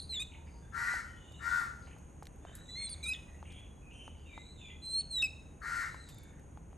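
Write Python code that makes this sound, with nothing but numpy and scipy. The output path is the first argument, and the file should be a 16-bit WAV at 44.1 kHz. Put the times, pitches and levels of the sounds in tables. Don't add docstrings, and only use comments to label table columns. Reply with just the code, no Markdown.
import sys
import numpy as np
from scipy import signal
from scipy.fft import rfft, irfft, next_fast_len
from scipy.io import wavfile

SR = 44100
rng = np.random.default_rng(int(sys.argv[2]) if len(sys.argv) > 2 else 0)


def log_audio(samples):
    frames = np.atleast_2d(samples).T
    limited = np.clip(frames, -1, 1)
    pcm = np.round(limited * 32767).astype(np.int16)
    wavfile.write(sys.argv[1], SR, pcm)


def decibels_to_gain(level_db):
    exponent = np.asarray(level_db, float) / 20
    return 10 ** exponent


N = 298557

# f/Hz, level/dB (per Hz)
TRAFFIC_SPECTRUM = [(14, -46), (24, -9), (54, 1.5), (88, -4), (158, -5.5), (220, -11), (280, -13),
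                    (382, -17), (589, -19.5), (665, -23), (819, -22), (1120, -34), (1500, -33.5),
                    (1950, -43), (3300, -120)]
# t/s, rise above the steady hum/dB
HUM_SURGES = [(0.05, 11), (.5, 7), (1.02, 4), (1.45, 8.5), (1.85, 4.5), (2.45, 3), (3.02, 10), (3.45, 8),
              (3.88, -2.5), (4.24, 6), (4.8, 5), (5.4, 6.5), (6.66, 6)]
# f/Hz, level/dB (per Hz)
HISS_SPECTRUM = [(590, -12), (1000, 1), (1170, -4), (2740, -9.5), (5060, -29.5), (5690, -20), (6330, -4.5),
                 (6610, 0.5), (7440, -19.5), (9220, -8), (9830, -6), (10400, -15.5), (10800, -19),
                 (11600, -22.5), (13000, -33), (14500, -55)]
# t/s, level change/dB
BREEZE = [(0, -1.5), (1.9, 2), (2.2, -0.5), (3.0, 3), (3.7, -1), (4.8, -2), (6.3, 0), (6.77, -3)]
# f/Hz, likeness/1
LIKENESS = [(60, 0.93), (130, 0.88), (290, 0.87), (640, 0.27), (1400, 0.27), (3100, 0.94), (6000, 0.996)]
# t/s, f/Hz, level/dB, octave level/dB as the beak opens
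UPPER_NOTES = [
    [(0.092, 4040, -47, -71), (0.1, 4180, -42.5, -61), (0.136, 3960, -39, -50.5), (0.152, 3780, -40.5, -48),
     (0.18, 3405, -36.5, -60), (0.214, 3725, -40, -50), (0.23, 3820, -42, -51), (0.237, 3800, -57, -54)],
    [(2.68, 3820, -56, -81), (2.696, 3966, -51, -61), (2.746, 4003, -47, -74), (2.794, 4318, -42, -57),
     (2.834, 4200, -42, -46), (2.86, 4300, -45.5, -38.5), (2.874, 4100, -43, -58), (2.89, 4010, -48, -91)],
    [(3.028, 3770, -42, -59), (3.034, 4055, -49, -54), (3.042, 4013, -42.5, -53), (3.06, 3690, -44, -68),
     (3.074, 3780, -44, -56), (3.098, 4040, -44, -57), (3.106, 3900, -48, -64)],
    [(4.818, 4050, -63, -69), (4.828, 4075, -51.5, -67), (4.86, 4123, -43.5, -50.5),
     (4.872, 4100, -41, -61), (4.91, 4097, -43, -47), (4.958, 4163, -32.5, -49), (5.0, 4386, -32.5, -40),
     (5.012, 4390, -38, -50)],
    [(5.102, 4150, -52, -61), (5.114, 4244, -42.5, -48.5), (5.156, 3960, -35.5, -49.5),
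     (5.186, 3843, -32, -49), (5.19, 3797, -35, -53), (5.21, 3740, -32, -55), (5.222, 3810, -33, -68),
     (5.228, 3660, -63, -62)],
]
# t/s, f/Hz, level/dB, octave level/dB
SQUEAKS = [
    [(0.0, 4370, -37, -49), (0.008, 3870, -61, -69), (0.014, 3600, -47, -55)],
    [(2.891, 4840, -46, -46), (2.9, 4680, -61, -44), (2.912, 4490, -53, -48), (2.932, 4430, -46.5, -44),
     (2.941, 4100, -47, -52), (2.95, 3340, -55, -70)],
    [(3.132, 3735, -50, -69), (3.138, 3710, -40.5, -65), (3.147, 3460, -45, -58), (3.153, 3250, -51, -63),
     (3.16, 3450, -51, -64), (3.17, 3550, -52, -73)],
    [(5.0125, 4160, -35, -50), (5.017, 3830, -49.5, -57), (5.023, 3430, -67, -79)],
]
# t/s, f/Hz, level/dB, octave level/dB
LOWER_NOTES = [
    [(0.194, 2370, -58, -104), (0.202, 2478, -43, -77), (0.216, 2463, -47.5, -63), (0.224, 2507, -38, -71),
     (0.228, 2490, -68, -83), (0.234, 2476, -67, -82)],
    [(3.032, 2356, -51, -97), (3.042, 2423, -45.5, -66), (3.056, 2330, -47, -70), (3.066, 2403, -41.5, -69),
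     (3.078, 2474, -42.5, -68), (3.092, 2553, -34.5, -56), (3.104, 2527, -36.5, -66),
     (3.114, 2475, -38.5, -49), (3.128, 2570, -30.5, -57), (3.137, 2640, -59, -44)],
    [(5.218, 2560, -72.5, -76), (5.226, 2695, -28, -43), (5.232, 2610, -28, -49.5),
     (5.252, 2575, -30.5, -45), (5.264, 2540, -39, -47.5), (5.272, 2410, -39.5, -58)],
]
# start t/s, end t/s, level/dB
DOUBLING = [(2.685, 2.711, -64), (2.754, 2.806, -53), (2.803, 2.847, -62), (5.166, 5.225, -62.5)]
# upper multiple/1, lower multiple/1, level/dB
MIXED_TONES = [(1, -1, -24), (1, 1, -18), (2, -1, -25), (1, 2, -8), (2, 1, -8), (2, 2, -30), (2, 3, -40)]
# start t/s, crest t/s, end t/s, crest f/Hz, level/dB
FAR_ARCHED = [(1.141, 1.402, 1.49, 3840, -69.5), (2.41, 2.613, 3.14, 3952, -68),
              (5.79, 6, 6.3, 4098, -68.5)]
# t/s, f/Hz, level/dB
FAR_CURVED = [
    [(4.255, 3660, -70), (4.3, 3700, -72.5), (4.36, 3765, -66), (4.43, 3900, -66), (4.51, 4085, -71),
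     (4.59, 3560, -61.5), (4.68, 3380, -63), (4.81, 3433, -80)],
    [(4.245, 2950, -66), (4.285, 2465, -61), (4.32, 2324, -62), (4.343, 2350, -66), (4.356, 2380, -70)],
    [(4.59, 2850, -66), (4.63, 2456, -60), (4.662, 2360, -62), (4.682, 2350, -61)],
]
# start t/s, end t/s, first f/Hz, last f/Hz, level/dB
FAR_STRAIGHT = [(0.001, .11, 4610, 4840, -67), (2.76, 2.89, 4800, 4730, -72), (0.292, 0.686, 905, 943, -70),
                (0.619, .72, 3530, 3500, -82), (1.03, 1.143, 3130, 3010, -76),
                (1.129, 1.433, 3006, 2834, -67.5), (1.486, 1.66, 3610, 3566, -68.5),
                (2.76, 2.863, 3570, 3500, -62.5), (3.566, 3.67, 3330, 3360, -68),
                (3.808, 3.83, 2560, 2560, -68), (3.85, 3.895, 2517, 2600, -61),
                (3.923, 4.096, 3058, 3006, -65), (2.455, 2.5, 3130, 3170, -68.5),
                (4.328, 4.39, 2073, 2043, -64), (4.664, 4.73, 2080, 2050, -66),
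                (3.678, 3.815, 3870, 3950, -92), (6.164, 6.318, 2210, 2260, -74.5)]
# start t/s, end t/s, centre f/Hz, level/dB
HOARSE_CALLS = [(.122, .16, 2600, -63), (.315, .37, 2660, -63.5), (.47, .5, 2203, -67.5),
                (1.82, 1.87, 4240, -74), (1.87, 1.936, 2555, -66.5), (2.44, 2.637, 1636, -71),
                (3.44, 3.67, 2745, -69), (3.91, 4.12, 2775, -77), (4.12, 4.25, 2914, -79.5),
                (2.46, 2.52, 2780, -76), (6.7, 6.76, 2510, -83), (4.26, 4.332, 2750, -72),
                (4.59, 4.66, 2810, -71), (4.686, 4.725, 2795, -63.5), (5.0, 5.015, 2760, -70.5),
                (1.08, 1.4, 3040, -79.5), (6.05, 6.237, 4500, -79.5), (6.2, 6.4, 1603, -76)]
# start t/s, end t/s, centre f/Hz, level/dB
HUSKY_CALLS = [(0.0, 0.037, 9280, -61), (0.002, .03, 4250, -60.5), (.125, .16, 2030, -67),
               (.165, .2, 1795, -69), (.46, .6, 4720, -81), (.62, .7, 1636, -76), (2.471, 2.62, 4670, -97),
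               (2.801, 2.826, 2238, -56), (2.83, 3.025, 2250, -69.5), (3, 2.98, 4421, -62),
               (3.134, 3.16, 2880, -63), (3.136, 3.2, 3330, -66), (3.14, 3.152, 2004, -61.5),
               (3.28, 3.39, 1903, -73), (3.36, 3.42, 2720, -77.5), (3.461, 3.62, 8900, -75.5),
               (3.471, 3.6, 2380, -69.5), (3.506, 3.6, 3320, -65), (3.911, 4.09, 2700, -67.5),
               (3.931, 4.1, 6160, -79.5), (3.932, 4.1, 9180, -74.5), (4.101, 4.24, 2980, -79),
               (4.171, 4.25, 4740, -91.5), (5.62, 5.86, 4190, -69.5)]
# start t/s, length t/s, breath level/dB
CAWS = [(0.714, 0.31, -55.5), (1.389, 0.28, -56.5), (5.6, .3, -57)]
# f/Hz, flutter f/Hz, loss on the right/dB of lower and of upper resonance, rasp share/1
CAW_VOICES = [(474.5, 88, 10, 3, .7), (475.5, 87, 17, 3, .55), (470, 85, 7, 1, .95)]
# t/s, level/dB, upper resonance against lower/dB as the beak moves
CAW_EFFORTS = [
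    [(0.715, -68, -13), (0.741, -43.5, -16), (0.781, -38.5, -4.5), (0.849, -36.5, -6), (0.865, -42, -1),
     (0.883, -37.5, 3), (0.917, -35.5, -7), (1.01, -54, 5)],
    [(1.395, -62, -7), (1.415, -46.5, -16), (1.439, -42.5, -3.5), (1.481, -32, -13.5), (1.501, -47, -4),
     (1.519, -31, -10), (1.575, -36, -15), (1.623, -36, -11), (1.65, -55.5, -4), (1.68, -39, -1)],
    [(5.605, -83, -15), (5.619, -51, -13), (5.649, -42.5, -4), (5.675, -40.5, -6), (5.771, -39.5, -3),
     (5.785, -49.5, 6), (5.827, -38, -2.5), (5.895, -58, 2.5)],
]
# t/s after its start, level/dB
CAW_ONSET = [(0, -32), (.032, -7), (.078, 1.5)]
# t/s before its end, level/dB
CAW_RELEASE = [(0.082, 2.5), (0.00084, -8.5)]
# f/Hz, level/dB (per Hz)
THROAT_SPECTRUM = [(350, -65), (600, -47), (735, -14), (922, -14), (1030, -9.5), (1170, -3.5), (1440, -1),
                   (1650, 3.5), (1920, 0.5), (2100, 3.5), (2520, -32), (3270, -44), (3580, -50),
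                   (4500, -53), (5850, -69), (9900, -120)]
# f/Hz, level/dB (per Hz)
BREATH_SPECTRUM = [(1530, -17), (2600, -3.5), (3270, -12.5), (3720, -10), (4000, -4.5), (8450, -5),
                   (10200, -12), (11300, -5), (12100, -21), (13000, -55)]
# t/s, peak level/dB, f/Hz, left against right/dB
KNOCKS = [(0.939, -40, 800, 1), (1.315, -54.5, 580, -15), (1.613, -45, 1120, -8), (1.877, -51, 800, -2),
          (1.965, -50, 850, 0), (2.495, -51, 744, -1), (2.225, -40.5, 850, 0), (2.451, -40, 716, -1.0),
          (2.516, -51.5, 690, -2), (3.428, -42, 890, 0), (4.079, -41.5, 895, 0), (4.378, -38.5, 910, 1),
          (5.945, -40, 1050, 1), (6.574, -45, 850, 0), (6.73, -50, 800, 1)]
# t/s, peak level/dB, dull part level/dB, decay by 60 dB t/s
TICKS = [(1.322, -54, -60, .02), (1.984, -51, -65, 0.022), (2.229, -49, -57, 0.027),
         (2.255, -47, -50.5, 0.013), (2.269, -44, -47, 0.015), (2.552, -31, -62, 0.02),
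         (2.554, -45, -60.5, 0.15), (2.36, -55, -70, .015), (2.57, -45, -66, .02), (2.892, -65, -48, .008),
         (3.134, -68, -43.5, 0.011), (3.6, -68, -63, .015), (4.195, -70, -66, .015), (3.52, -62, -61, 0.05),
         (5.222, -57, -41, 0.013), (5.242, -35, -49, 0.021), (5.946, -57, -57, 0.013),
         (6.088, -43.5, -55.5, 0.11), (6.145, -44, -67, 0.017), (6.185, -42, -62, 0.013),
         (6.234, -49, -75, 0.043), (6.395, -56, -67, 0.023)]
# f/Hz, left lead/rad
PORT_PHASE = [(250, .15), (1500, .45), (5100, .5), (5800, 0), (7100, 0), (7800, .5), (8300, .4), (8600, 0),
              (9700, -2.5), (10300, -3.14), (10900, -3.9), (11700, -6.28), (12250, -6.28), (12700, -7.8)]
# f/Hz, level/dB
MICROPHONE = [(9500, -0.5), (10200, -5.5), (11000, 1.5), (12600, -5), (13300, -22), (14300, -13),
              (15000, -6), (15700, 3), (16200, -34)]


def rms_one(x):
    return x / np.sqrt(np.mean(x ** 2) + 1e-20)


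def at_hz(points, hz):
    table_hz, values = np.transpose(points)
    return np.interp(np.log(np.maximum(hz, 1)), np.log(table_hz), values)


def colour(x, spectrum):
    n = x.shape[-1]
    gain = decibels_to_gain(at_hz(spectrum, np.fft.rfftfreq(n, 1 / SR)))
    return rms_one(irfft(rfft(x) * gain, n))


def drift(n, rate_hz):
    r = np.exp(-2 * np.pi * rate_hz / SR)
    noise = rng.standard_normal(n + 8000)
    return rms_one(signal.lfilter([1], [1, -2 * r, r * r], noise)[8000:])


def band(x, low_hz, high_hz):
    return signal.sosfilt(signal.butter(2, [low_hz, high_hz], "band", fs=SR, output="sos"), x)


def turns(hz):
    return 2 * np.pi * np.cumsum(hz) / SR


def spread(n):
    mid, side = rfft(rng.standard_normal((2, n)))
    alike = np.clip(at_hz(LIKENESS, np.fft.rfftfreq(n, 1 / SR)), 0, 1)
    return irfft(np.sqrt(1 + alike) * mid + np.sqrt(1 - alike) * side * [[1], [-1]], n)


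def background():
    n = next_fast_len(N)
    t = np.arange(n) / SR
    rumble = decibels_to_gain(-52.5) * colour(spread(n), TRAFFIC_SPECTRUM)
    surge_s, hum_width_hz = 0.13, 9.32
    hum_db = -57 + sum(db * np.exp(-((t - s) / surge_s) ** 2) for s, db in HUM_SURGES)
    hum_phase = turns(75.7 + hum_width_hz / 2 * drift(n, 5.64))
    hum = decibels_to_gain(hum_db) * np.sin(hum_phase) * decibels_to_gain(2.1 * drift(n, 15.0))
    breeze_db = np.interp(t, *np.transpose(BREEZE))
    hiss = decibels_to_gain(-66.5 + breeze_db) * colour(spread(n), HISS_SPECTRUM)
    return (rumble + hum + hiss)[:, :N]


def unfold(rows, fade_s):
    s, *columns = np.transpose(rows)
    at = np.arange(round(s[0] * SR), min(round(s[-1] * SR), N))
    t = at / SR
    since_start = t - s[0] + (at[0] == 0)
    gate = np.clip(np.minimum(since_start, s[-1] - t) / fade_s, 0, 1)
    return at, gate, [np.interp(t, s, c) for c in columns]


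def voice(notes, fade_s, wobble, tremble_db, rate_hz):
    out = np.zeros((3, N))
    for rows in notes:
        at, gate, (hz, db, octave_db) = unfold(rows, fade_s)
        out[0, at] = turns(hz * (1 + wobble * drift(len(at), rate_hz)))
        levels_db = np.array([db, octave_db]) + tremble_db * drift(len(at), rate_hz)
        out[1:, at] = np.sqrt(2) * gate * decibels_to_gain(levels_db)
    return out


def tone(phase, height, octave, third_db):
    high = 0
    for k, db in zip(range(3, 7), [1.5, 1.0, -10, -20]):
        ragged = 0.51 + 0.88 * drift(N, 170.0)
        high = high + decibels_to_gain(db) * ragged * np.sin(k * phase)
    firm = height * np.sin(phase) + octave * np.sin(2 * phase)
    return firm + decibels_to_gain(third_db) * np.sqrt(height * octave) * high


def near_birds():
    upper = voice(UPPER_NOTES, 0.0019, wobble=0.004, tremble_db=0.5, rate_hz=45.0)
    upper = upper + voice(SQUEAKS, 0.0025, wobble=0.009, tremble_db=3.0, rate_hz=280.0)
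    lower = voice(LOWER_NOTES, 0.002, wobble=0.003, tremble_db=1.0, rate_hz=80.0)
    slips = [[(start, 1, db, db), (end, 1, db, db)] for start, end, db in DOUBLING]
    doubling = voice(slips, 0.0068, wobble=0.001, tremble_db=4.5, rate_hz=58.0)[1]
    under = doubling * (np.sin(upper[0] / 2) + decibels_to_gain(-10.5) * np.sin(3 * upper[0] / 2))
    both = np.sqrt(upper[1] * lower[1])
    lower_drive = lower[1] / decibels_to_gain(-38.0) + 1e-9
    mixed = 0
    for m, n, db in MIXED_TONES:
        height = decibels_to_gain(db + 3.7 * drift(N, 56.0)) * both
        height = height * lower_drive ** (0.5 * (abs(n) - 1))
        mixed = mixed + height * np.sin(m * upper[0] + n * lower[0])
    breathy = 1 + 0.015 * drift(N, 380.0)
    return breathy * (tone(*upper, third_db=-27.5) + tone(*lower, third_db=-14.5) + under + mixed)


def yard(x, dull_hz):
    t = np.arange(round(1.2 * SR)) / SR
    decay = decibels_to_gain(-60 * t / 0.57) + 1.2 * decibels_to_gain(-60 * t / 0.12)
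    tail = spread(len(t)) * decay * np.clip(t / 0.011, 0, 1)
    tail = signal.sosfilt(signal.butter(1, dull_hz, fs=SR, output="sos"), tail)
    return signal.fftconvolve(x[None], tail / np.sqrt(np.sum(tail ** 2) / 2), axes=1)[:, :N]


def arch(start, crest, end, hz, db):
    rise_hz_per_s, fall_s, fall_share = 2100, 0.098, 0.885
    first_hz = max(hz - rise_hz_per_s * (crest - start), fall_share * hz)
    knee = min(crest + fall_s, end - 0.01)
    low_hz = hz * (1 - (1 - fall_share) * (knee - crest) / fall_s)
    last_db = db - 66 * (end - knee)
    rows = [(start, first_hz, db - 10.5), (crest, hz, db), (knee, low_hz, db), (end, low_hz, last_db)]
    return [(s, f, level, level - 4.5) for s, f, level in rows]


def curved(rows):
    return [(s, hz, db, db + (-10 if hz > 3200 else -32)) for s, hz, db in rows]


def straight(start, end, first_hz, last_hz, db):
    last_db = db - 5.5 - 50 * (last_hz - first_hz) / 1000
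    top_db = max(last_db - db, 0)
    rows = [(start, first_hz, db - 1), (start + 0.017, first_hz, db), (end, last_hz, last_db)]
    return [(s, f, level - top_db, level - top_db - 32) for s, f, level in rows]


def far_whistles():
    arched = voice([arch(*row) for row in FAR_ARCHED], 0.019, wobble=0.01916, tremble_db=3.0, rate_hz=98.0)
    whistles = tone(*arched, third_db=-36)
    for rows in FAR_CURVED:
        bent = voice([curved(rows)], 0.006, wobble=0.0099, tremble_db=4.0, rate_hz=94.0)
        whistles = whistles + tone(*bent, third_db=-37)
    soft = voice([straight(*row) for row in FAR_STRAIGHT], 0.0074, wobble=0.016, tremble_db=4.0, rate_hz=71.0)
    return whistles + tone(*soft, third_db=-42)


def chatter(calls, scatter):
    out = np.zeros(N)
    for start, end, hz, db in calls:
        at = np.arange(round(start * SR), round(end * SR))
        swell = np.sin(np.pi * np.linspace(0, 1, len(at)) ** 0.5) ** 0.11
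        wander = drift(16000, 263.0)[:len(at)]
        throb = drift(16000, 140.0)[:len(at)]
        out[at] += swell * decibels_to_gain(db + 4.5 + 4.9 * throb) * np.sin(turns(hz * (1 + scatter * wander)))
    return out


def far_chatter():
    return chatter(HOARSE_CALLS, 0.131) + chatter(HUSKY_CALLS, 0.0452)


def caw_shape(start, length, breath_db):
    rows = [(start + s, db) for s, db in CAW_ONSET]
    rows += [(start + length - s, db) for s, db in CAW_RELEASE]
    return np.array(rows) + [0, breath_db]


def caw_source(n, hz, flutter_hz, rasp):
    t = np.arange(n) / SR
    glide = 1 - 0.11 * np.exp(-t / 0.0345) - 0.07 * np.exp((t - t[-1]) / 0.0499)
    beat = turns(flutter_hz * (1 + 0.057 * drift(n, 11.5)))
    depth = 0.2 * decibels_to_gain(1.5 * drift(n, 10))
    phase = turns(hz * glide * (1 + 0.003 * drift(n, 11.7))) + depth * np.sin(beat)
    partials = 0
    for k in range(1, 10):
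        height = 0.35 if k == 2 else 1
        partials = partials + height * np.cos(k * phase + k * k + 0.22 * drift(n, 30.0))
    fluttering = rms_one(partials * (1 + 0.25 * np.cos(beat + 0.35)))
    hoarser = 1 + 2.5 * np.linspace(-1, 1, n) ** 4
    return fluttering + rasp * hoarser * rng.standard_normal(n)


def crow():
    out = np.zeros((2, N))
    for caw, effort, caw_voice in zip(CAWS, CAW_EFFORTS, CAW_VOICES):
        hz, flutter_hz, low_loss_db, high_loss_db, rasp = caw_voice
        at, gate, (breath_db,) = unfold(caw_shape(*caw), 0.011)
        n = len(at)
        effort_s, *columns = np.transpose(effort)
        db, beak_db = [np.interp(at / SR, effort_s, c) for c in columns]
        shaped = rfft(colour(caw_source(n, hz, flutter_hz, rasp), THROAT_SPECTRUM))
        low = 1 / (1 + (np.fft.rfftfreq(n, 1 / SR) / 1680) ** 20)
        for share, level_db, loss_db in [(low, db, low_loss_db), (1 - low, db + beak_db, high_loss_db)]:
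            voiced = np.zeros(N)
            voiced[at] = gate * decibels_to_gain(level_db) * rms_one(irfft(shaped * share, n))
            out += voiced * decibels_to_gain(np.array([[2.2], [0.6 - loss_db]]))
            out += decibels_to_gain(-5.5) * yard(voiced, 4400) * decibels_to_gain(np.array([[1.5], [-1.5]]))
        breath = np.zeros(N)
        breath[at] = gate * decibels_to_gain(breath_db) * colour(rng.standard_normal(n), BREATH_SPECTRUM)
        out += breath + decibels_to_gain(-1.0) * yard(breath, 10000)
    return out


def knocks():
    out = np.zeros((2, N))
    t = np.arange(2600) / SR
    for s, db, hz, pan_db in KNOCKS:
        low_mode = np.sin(2 * np.pi * hz * t) * decibels_to_gain(-60 * t / 0.021)
        high_mode = 1.24 * np.sin(2 * np.pi * 1.32 * hz * t) * decibels_to_gain(-60 * t / 0.0099) * decibels_to_gain(-60 * t / 0.021)
        tap = band(rng.standard_normal(len(t)) * decibels_to_gain(-60 * t / 0.049), 1530, 4000)
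        sides = decibels_to_gain(db + np.array([[0.5], [-0.5]]) * pan_db)
        i = round(s * SR)
        out[:, i:i + len(t)] += (sides * (low_mode + high_mode + 0.14 * tap))[:, :N - i]
    return out


def ticks():
    out = np.zeros(N)
    t = np.arange(2600) / SR
    for s, db, dull_db, t60_s in TICKS:
        noise = rng.standard_normal(len(t)) * decibels_to_gain(-60 * t / t60_s)
        bright = band(band(noise, 9800, 11600), 9300, 14000) + 0.39 * band(noise, 6600, 8200)
        fizz = decibels_to_gain(db + 19) * band(noise * decibels_to_gain(-60 * t / 0.02), 13000, 16000)
        dull = decibels_to_gain(dull_db + 6.0) * band(noise, 1300, 7100)
        i = round(s * SR)
        out[i:i + len(t)] += decibels_to_gain(db) * (bright + fizz) + dull
    return out


def scene():
    near, whistles, hoarse = near_birds(), far_whistles(), far_chatter()
    direct = near * decibels_to_gain(np.array([[-0.3], [0.3]])) + decibels_to_gain(-5) * whistles + hoarse
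    echo = yard(decibels_to_gain(-14.5) * near + decibels_to_gain(3.0) * whistles + decibels_to_gain(-3.0) * hoarse, 18400)
    return background() + direct + echo + crow() + knocks() + ticks()


def band_limit(x):
    return signal.sosfilt(signal.butter(12, 15710, fs=SR, output="sos"), x)


def record(dry):
    n = next_fast_len(N)
    hz = np.fft.rfftfreq(n, 1 / SR)
    turn = np.exp(0.5j * at_hz(PORT_PHASE, hz) * np.array([[1], [-1]]))
    gain = decibels_to_gain(at_hz(MICROPHONE, hz))
    mix = irfft(rfft(dry, n) * turn * gain, n)[:, :N]
    return band_limit(mix)


dry = scene()
out = record(dry)
log_audio(out)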